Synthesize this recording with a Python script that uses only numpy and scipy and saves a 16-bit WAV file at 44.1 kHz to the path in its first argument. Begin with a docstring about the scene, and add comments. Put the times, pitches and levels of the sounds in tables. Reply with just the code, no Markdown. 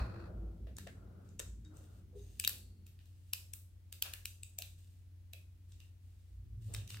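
"""Peeling film off a glass bottle

Transfer film is slowly peeled from vinyl lettering on a hand-held bottle. The adhesive lets go in
separate snaps, impulses that excite the film's resonances and reverberate in a small room; between
them the film rustles. Hands rub and bump the bottle, a fingertip squeaks on it by stick-slip
friction, and an appliance hums low."""
import sys
import numpy as np
from scipy import signal
from scipy.fft import rfft, irfft, next_fast_len
from scipy.io import wavfile
from scipy.ndimage import map_coordinates

SR = 44100
rng = np.random.default_rng(int(sys.argv[2]) if len(sys.argv) > 2 else 0)


def unload_wav(signal):
    """Save mono or channel-first audio to the path in sys.argv[1] as 16-bit WAV at rate SR, clipped to [-1, 1]."""
    wavfile.write(
        sys.argv[1],
        SR,
        np.round(np.clip(np.atleast_2d(signal).T, -1, 1) * 32767).astype(np.int16),
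    )


N = 308700
FRAME = 2048  # samples in one snap

# releases of the adhesive: t/s, level/dB, then band offsets body/dB, flap/dB, treble/dB, air/dB
SNAPS = [(0.6705, -77.5, 7, -1, -16, -19), (0.768, -60.5, 2, -13.5, 6, -5),
         (0.785, -56, -1, -7, -2.5, -7.5), (0.873, -61.5, 8, 1, -3, -6), (1.291, -78, -9, -4, 15, -16),
         (1.3948, -48, -8.5, 4.5, 16.5, -11.5), (1.4002, -52, 4, -11, 2, -10),
         (1.6498, -76, 1.5, -19, -1, -34), (1.7701, -70, 6, -11, 20, 8),
         (2.3982, -41, -15, -0.5, -1.5, 2.5), (2.4403, -47.5, -11, 12, -8, -12),
         (2.4485, -40, -14, 7, -3, 2), (2.476, -33.5, -11, -1, -10.5, -4), (2.494, -45, -1.5, -3.5, 1, 3),
         (2.8669, -69, -5, 2, -1, -2), (2.991, -77.5, -9, -3, -14, -14),
         (3.058, -78.5, -11.5, -4, -2.5, -2.5), (3.3342, -39.5, -12.5, -2, -0.5, -3),
         (3.536, -49.5, -5.5, 2, -1.5, 6.5), (3.9263, -54, -3.5, 3, 0.5, 0),
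         (4.024, -37.5, -12, -4.5, -5, -4), (4.137, -49, -4.5, 4, -4, -2),
         (4.256, -46.5, -10, 10.5, 1.5, 0.5), (4.433, -53.5, -16, 7.5, 3.5, 0),
         (4.587, -46, -14, 3.5, 2.5, 1), (4.622, -51, -11, 8, -11.5, -5.5),
         (5.3343, -56.5, -7.5, 3.5, -1, -1.5), (5.722, -73, -9, -2.5, -2, -18.5),
         (5.8033, -69.5, -6, 10, -2.5, -11), (6.7395, -52, -7, 4, 4.5, -2.5),
         (6.7477, -50.5, -4, 2.5, -5.5, -5.5), (6.7647, -63, -9, 1, -4, -2), (6.798, -68.5, 1, 8, -16, -17),
         (6.877, -63.5, -14, 0, 4, -7), (6.904, -57, -5.5, 0, -6, -12.5), (6.945, -61, -2, 4, -11, -22),
         (6.971, -62, -5, -4, -8, -9)]
def snaps(typical_db=-50.5):
    """Impulse excitation: each release rings film and room; louder ones have less creep and echo."""
    out, hz = np.zeros((2, N + SR)), np.fft.rfftfreq(FRAME, 1 / SR)
    warmth = amp(along([(500, 6), (2700, 1.5), (4000, -0.5), (7500, -4), (15000, 1.0)], hz))
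    for s, db, *bands_db in SNAPS:
        colour = film_colour(*bands_db)
        creep_db = -13.5 - .3 * (db - typical_db)
        echo_db = -5.5 - 0.2851 * (db - typical_db)
        radiated = amp(db + echo_db) * irfft(colour * warmth) / np.std(irfft(colour))
        echo = signal.fftconvolve(radiated[None], room(), axes=1)
        start = round(s * SR)
        out[:, start - FRAME // 4:][:, :FRAME] += amp(db) * snap(colour, creep_db)
        out[:, start:start + echo.shape[1]] += echo
    return out[:, :N]


# left-minus-right level difference of a snap: f/Hz, difference/dB
SNAP_BALANCE = [(1400, -2), (2600, -2), (4000, -3.5), (7500, 8), (13000, 5)]
def snap(colour, creep_db, creep_s=0.0046, ring_s=.0011, flutter_s=.0035, lag_s=.000025):
    """Stress release: the glue creeps, fails with a spike, and the film's vibration decays."""
    t, hz = (np.arange(FRAME) - FRAME // 4) / SR, np.fft.rfftfreq(FRAME, 1 / SR)
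    creep = amp(creep_db) * unit((t < 0) * np.sqrt(np.maximum(1 + t / creep_s, 0)))
    spike = amp(-9) * unit(1. * (t == 0))
    crack = unit((t >= 0) * (np.exp(-abs(t) / ring_s) + amp(-17) * np.exp(-abs(t) / flutter_s)))
    noise, side = rng.standard_normal((3, FRAME)), np.array([[1], [-1]])
    burst = rfft((noise[0] + noise[1:]) * (crack + creep) - spike)
    balance = amp(side * along(SNAP_BALANCE, hz) / 2)
    delay = np.exp(1j * np.pi * hz * lag_s * side)  # the left microphone is nearer
    return unit(irfft(burst * colour * balance * delay))


# resonances of the film and of the bottle: f/Hz, bandwidth/Hz, mean gain/dB
FILM_MODES = [(3762, 460, 8), (4800, 230, 3.5), (6050, 280, 3.5), (8000, 1700, 5.5), (13100, 2900, 6.5)]
BOTTLE_MODES = [(513, 200, 9), (1060, 43, -3), (1743, 510, 6)]
def film_colour(body_db, flap_db, treble_db, air_db, scatter_db=3.5, crease_spacing_hz=170):
    """Modal response of film and bottle; the peaks vary as the film bends differently each time."""
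    hz = np.fft.rfftfreq(FRAME, 1 / SR)
    tilt = along([(150, body_db - 24), (550, body_db - 14.5), (1350, body_db - 3.5),
                  (2000, body_db - 5), (2500, -4), (3500, -2), (4600, -1.5), (7000, treble_db),
                  (12500, air_db - 1.5)], hz)
    flap = (2650 * np.exp(rng.normal(0, 0.02)), 850, flap_db + 7)  # the loose flap's length varies
    creases = 2.0 * map_coordinates(rng.standard_normal(FRAME), [hz / crease_spacing_hz])
    peaks = sum((db + rng.normal(0, scatter_db)) / (1 + (2 * (hz - centre) / width) ** 2)
                for centre, width, db in FILM_MODES + BOTTLE_MODES + [flap])
    return minimum_phase(amp(tilt + creases + peaks))


# pulls on the film: t/s, duration/s, level/dB, growth/dB
PULLS = [(1.244, 0.083, -78, -7), (1.731, 0.27, -71, -8), (2.146, 0.3, -71, -1), (2.978, 0.42, -82, 5),
         (4.76, 0.28, -70, -14), (5.676, 0.2, -76.5, -1), (6.005, 0.35, -80.5, -3),
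         (6.603, 0.18, -72.5, 8.5), (6.888, 0.066, -55, -3.5)]
# spectrum of the rustle: f/Hz, density/dB
RUSTLE_SPECTRUM = [(1060, -32.5), (1800, -5), (2240, -11.5), (2770, 0.5), (3290, -6.5), (3510, -1),
                   (3910, -4), (5100, -4), (5640, -6), (8910, -0.5), (10500, -14), (14600, -4),
                   (16000, -22)]
def rustle(ticks_per_s=90):
    """Crackling noise: tiny threads of glue part all along a pull, and the odd thick one ticks."""
    threads = amp(1.8 * wobble(1500) + .8 * wobble(35))
    ticks = 7 * (rng.random(N) < ticks_per_s / SR)
    pulling = sum(amp(db) * stroke(s, length, growth_db, attack=0.11 * length, t60=.2)
                  for s, length, db, growth_db in PULLS)
    return pulling * coloured_noise(RUSTLE_SPECTRUM, threads + ticks)


# finger taps and runs of friction, each ringing one mode: t/s, level/dB, rise/s, T60/s, f/Hz, bandwidth/Hz,
# relative grit/dB
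RIPS = [(0.669, -57, 0.0011, 0.28, 570, 270, -14), (0.867, -52.5, 0.0026, 0.12, 576, 308, -4),
        (1.397, -46.5, 0.001, 0.096, 477, 246, -9), (2.15, -78.5, 0.048, 0.42, 3760, 200, -18),
        (2.15, -73.5, 0.068, .9, 6396, 597, -17), (2.491, -69.5, 0.016, 0.99, 4400, 500, -36),
        (4.031, -62, 0.029, 0.29, 650, 444, 11.5), (4.585, -62, 0.0021, 0.27, 643, 300, -34),
        (5.332, -65.5, 0.0038, 0.21, 560, 264, -35.5)]
def rips():
    """Forced resonance: a finger tap or a run of tiny releases drives one mode of glass or film and adds broad
    grit."""
    grain = amp(wobble(500))
    grit = coloured_noise([(600, -30), (1000, -4.0), (1700, 2.5), (2000, -8.0), (2600, 6.0),
                           (3800, -3), (6000, -15), (16000, -25.5)], grain)
    out = np.zeros((2, N))
    for s, db, rise, t60, centre, width, grit_db in RIPS:
        drive = grain * rng.standard_normal((2, N))
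        ring = filtered(drive, lambda hz: 1 / (1 + (2 * (hz - centre) / width) ** 4))
        out += amp(db) * swell(s, rise, t60) * (unit(ring + ring.mean(axis=0)) + amp(grit_db) * grit)
    return out


# a nail working at the film's edge: t/s, level/dB
NAIL_LEVEL = [(0, -47.5), (.1, -58), (.27, -61.5), (.3, -75)]
def nail_scrape(grain_db=2.0):
    """Fine friction under a nail excites the resonances of the film's edge."""
    edge = [(1500, -1.5), (1900, -7.5), (2200, -15), (2580, -6), (2950, -24), (3800, -17.5),
            (4350, -9), (4800, -18.0), (5800, -26.5), (16000, -37)]
    return envelope(NAIL_LEVEL) * coloured_noise(edge, amp(grain_db * wobble(210)))


# tones of the bottle under a fingertip: t/s, f/Hz, level/dB, rise/s, T60/s
SQUEAKS = [(.12, 338, -56.5, 0.038, 1), (.39, 330.7, -59.5, 0.038, 0.66),
           (1.649, 3770, -68.5, 0.0044, 0.15), (1.62, 307, -64, 0.08, 0.9), (2.12, 487, -59.5, 0.043, 0.11),
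           (2.149, 406, -51.5, 0.011, 0.28)]
def squeaks(waver_rad=0.15, rough_db=2):
    """Stick-slip oscillation builds an unsteady tone that then rings away."""
    t = np.arange(N) / SR
    tones = sum(amp(db) * swell(s, rise, t60) * np.sin(2 * np.pi * hz * t + waver_rad * wobble(68))
                for s, hz, db, rise, t60 in SQUEAKS)
    return np.sqrt(2) * tones * amp(rough_db * wobble(64))


# a soft knock: t/s, f/Hz, level/dB, rise/s, T60/s
KNOCK = (0, 61, -31, .02, .17)
def knock():
    """Damped oscillation: a soft impact gives one short, deep ring."""
    s, hz, db, rise, t60 = KNOCK
    return np.sqrt(2) * amp(db) * swell(s, rise, t60) * np.sin(2 * np.pi * hz * np.arange(N) / SR)


# the palm turning the bottle, one curve a turn: t/s, level/dB
TURNS = [
    [(0, -54.5), (.45, -57), (1.9, -64.5), (2.8, -67.5), (3.05, -82.5)],
    [(6.2, -89), (6.6, -66), (7.0, -64.5)],
]
# the bottle shifting in the hand: t/s, duration/s, level/dB
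BUMPS = [(0.108, 0.15, -48.5), (0.277, 0.21, -46), (0.605, 0.15, -47.5), (.9, 0.17, -56.5),
         (1.405, 0.2, -52.5), (1.9, 0.44, -55), (6.294, 0.48, -53)]
# low booms of the gripped bottle: t/s, duration/s, level/dB, growth/dB
BOOMS = [(-.04, 0.2, -42, -11), (6.364, 0.41, -61.5, 18.5), (6.91, 0.055, -55, 2.5)]
def handling():
    """Structure-borne sound: turning, bumping and gripping shake the bottle at low frequencies."""
    thud = coloured_noise([(20, -26.0), (38, -20.0), (55, 7.5), (70, -7.5), (90, -4), (140, -23.5),
                           (400, -79.0)]).mean(axis=0)
    palm = coloured_noise([(70, -43.0), (110, 4.5), (140, -6.5), (190, 0.5), (250, -10.5),
                           (400, -13.5), (1000, -74.5)])
    boom = coloured_noise([(70, -39), (98, 10.0), (112, 8.5), (135, -10.0), (250, -56.0)])
    turns = amp(0.5) * palm * sum(envelope(turn) for turn in TURNS)
    bumps = thud * sum(amp(db) * stroke(s, length) for s, length, db in BUMPS)
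    booms = boom * sum(amp(db) * stroke(s, length, growth_db) for s, length, db, growth_db in BOOMS)
    return turns + bumps + booms


# skin sliding on glass: t/s, duration/s, dull level/dB, bright level/dB, growth/dB
RUBS = [(-.04, 0.27, -55, -58, -7.5), (0.261, 0.34, -59, -71.5, -11.5), (0.917, 0.35, -69, -74, -1),
        (1.695, 0.3, -67, -72, -9), (2.102, .2, -72, -92.5, -6.5), (6.664, 0.077, -72, -84, 9),
        (6.894, 0.092, -94, -77.5, 6)]
def rubs():
    """Sliding friction of skin on glass makes a dull and a bright band of noise."""
    grain = amp(-0.5 * wobble(100))
    dull = coloured_noise([(180, -27), (310, -0.5), (550, 0.5), (800, -6.5), (1300, -27.5),
                           (4000, -71)], grain)
    bright = coloured_noise([(500, -12), (900, -10), (1400, 1.5), (1800, -16), (2500, -24),
                             (6000, -52.0)], grain)
    return sum((amp(dull_db) * dull + amp(bright_db) * bright) * stroke(s, length, growth_db)
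               for s, length, dull_db, bright_db, growth_db in RUBS)


# reverberation time of the room: f/Hz, T60/s
ROOM_T60 = [(300, 1), (1000, 0.32), (3000, 0.33), (8000, 0.43), (15000, 0.28)]
def room(delay_s=0.0033, build_s=0.0038):
    """Reverberation: a few early reflections and a diffuse tail that lasts longest in the bass."""
    hz, t, noise = signal.stft(rng.standard_normal((2, SR // 2)), SR, nperseg=256)
    decay = amp(-60 * t / along(ROOM_T60, hz)[:, None])
    tail = signal.istft(noise * decay, SR, nperseg=256)[1]
    tail *= 1 - np.exp(-np.maximum(np.arange(tail.shape[1]) / SR - delay_s, 0) / build_s)
    tail /= np.linalg.norm(tail[0])
    reflections = (rng.uniform(0.0058, 0.013, (2, 3)) * SR).astype(int)
    tail[[[0], [1]], reflections] += amp(-17)
    return tail


# motor tones: f/Hz, level/dB
MOTOR_TONES = [(53.2, -79.5), (90, -57)]
# background noise of the room: f/Hz, density/dB
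ROOM_NOISE = [(20, -42.5), (38, -30), (48, -13), (60, -10.5), (76, -18), (95, -15.5), (125, -27),
              (200, -35.5), (300, -37), (400, -46), (1000, -54.5), (2800, -53.5), (8000, -58.5),
              (16000, -59)]
def appliance(noise_db=-61, waver_rad=0.38):
    """Periodic vibration of a motor radiates two tones over the low noise of the room."""
    t = np.arange(N) / SR
    tones = sum(amp(db) * np.sin(2 * np.pi * (hz * t + rng.random()) + waver_rad * wobble(0.99))
                for hz, db in MOTOR_TONES)
    return np.sqrt(2) * tones + amp(noise_db) * coloured_noise(ROOM_NOISE)


# likeness of left and right: f/Hz, correlation coefficient
COHERENCE = [(60, 0.84), (150, 0.98), (300, 0.81), (700, 0.16), (3000, 0.073), (12000, 0.1)]
def coloured_noise(spectrum, grain=1):
    """Partly coherent stereo noise of rms 1, near mono in the bass; grain modulates its source."""
    def response(hz):
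        angle = np.arccos(np.clip(along(COHERENCE, hz), -1, 1)) / 2
        return amp(along(spectrum, hz)) * [np.cos(angle), np.sin(angle)]
    mid, side = filtered(grain * rng.standard_normal((2, N)), response)
    return unit(np.array([mid + side, mid - side]))


def stroke(s, length, growth_db=0, attack=0.037, t60=0.48):
    """Envelope of a hand movement: linear attack, a hold that grows or fades, exponential release."""
    t = np.arange(N) / SR - s
    hold_db = growth_db * np.clip(t / length, 0, 1)
    return np.clip(t / attack, 0, 1) * amp(hold_db - 60 * np.maximum(t - length, 0) / t60)


def swell(s, rise, t60):
    """Linear rise from time s, then exponential decay."""
    return stroke(s, rise, attack=rise, t60=t60)


def envelope(points):
    """Gain through (t/s, level/dB) points, decaying exponentially outside their span."""
    (s, db), t = np.transpose(points), np.arange(N) / SR
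    outside = np.maximum(s[0] - t, 0) + np.maximum(t - s[-1], 0)
    return amp(np.interp(t, s, db)) * np.exp(-outside / 0.016)


def wobble(rate):
    """Smooth random modulation with rate knots a second."""
    return map_coordinates(rng.standard_normal(int(N * rate / SR) + 4), [np.arange(N) * rate / SR])


def filtered(x, response):
    """Linear filtering: the spectrum of x times a frequency response."""
    size = next_fast_len(N + SR // 2)
    return irfft(rfft(x, size) * response(np.fft.rfftfreq(size, 1 / SR)), size)[..., :N]


def minimum_phase(gain):
    """The causal response with this gain, by folding the cepstrum."""
    cepstrum = irfft(np.log(np.maximum(gain, 1e-6)))
    half = len(cepstrum) // 2
    cepstrum[1:half] *= 2
    cepstrum[half + 1:] = 0
    return np.exp(rfft(cepstrum))


def along(points, hz):
    """Interpolation of (f/Hz, value) points on a logarithmic frequency axis."""
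    f, values = np.transpose(points)
    return np.interp(np.log(hz + 1), np.log(f + 1), values)


def amp(db):
    """Decibels to amplitude ratio."""
    return 10 ** (np.asarray(db) / 20)


def unit(x):
    """Normalisation to rms 1."""
    return x / np.sqrt(np.mean(x ** 2) + 1e-20)


def scene():
    """Superposition of film, hands and room; friction on the glass is louder on the left."""
    left = amp([[2], [-2]])
    touch = (squeaks() + rips()) * left
    film = snaps() + rustle() + nail_scrape()
    hands = knock() + handling() + rubs() * left
    return film + touch + hands + appliance() * amp([[.4], [-.4]])


def record(dry, cutoff_hz=16000):
    """Band limiting: a steep low-pass filter removes the highest treble."""
    return filtered(dry, lambda hz: 1 / (1 + (hz / cutoff_hz) ** 200))


dry = scene()
out = record(dry)
unload_wav(out)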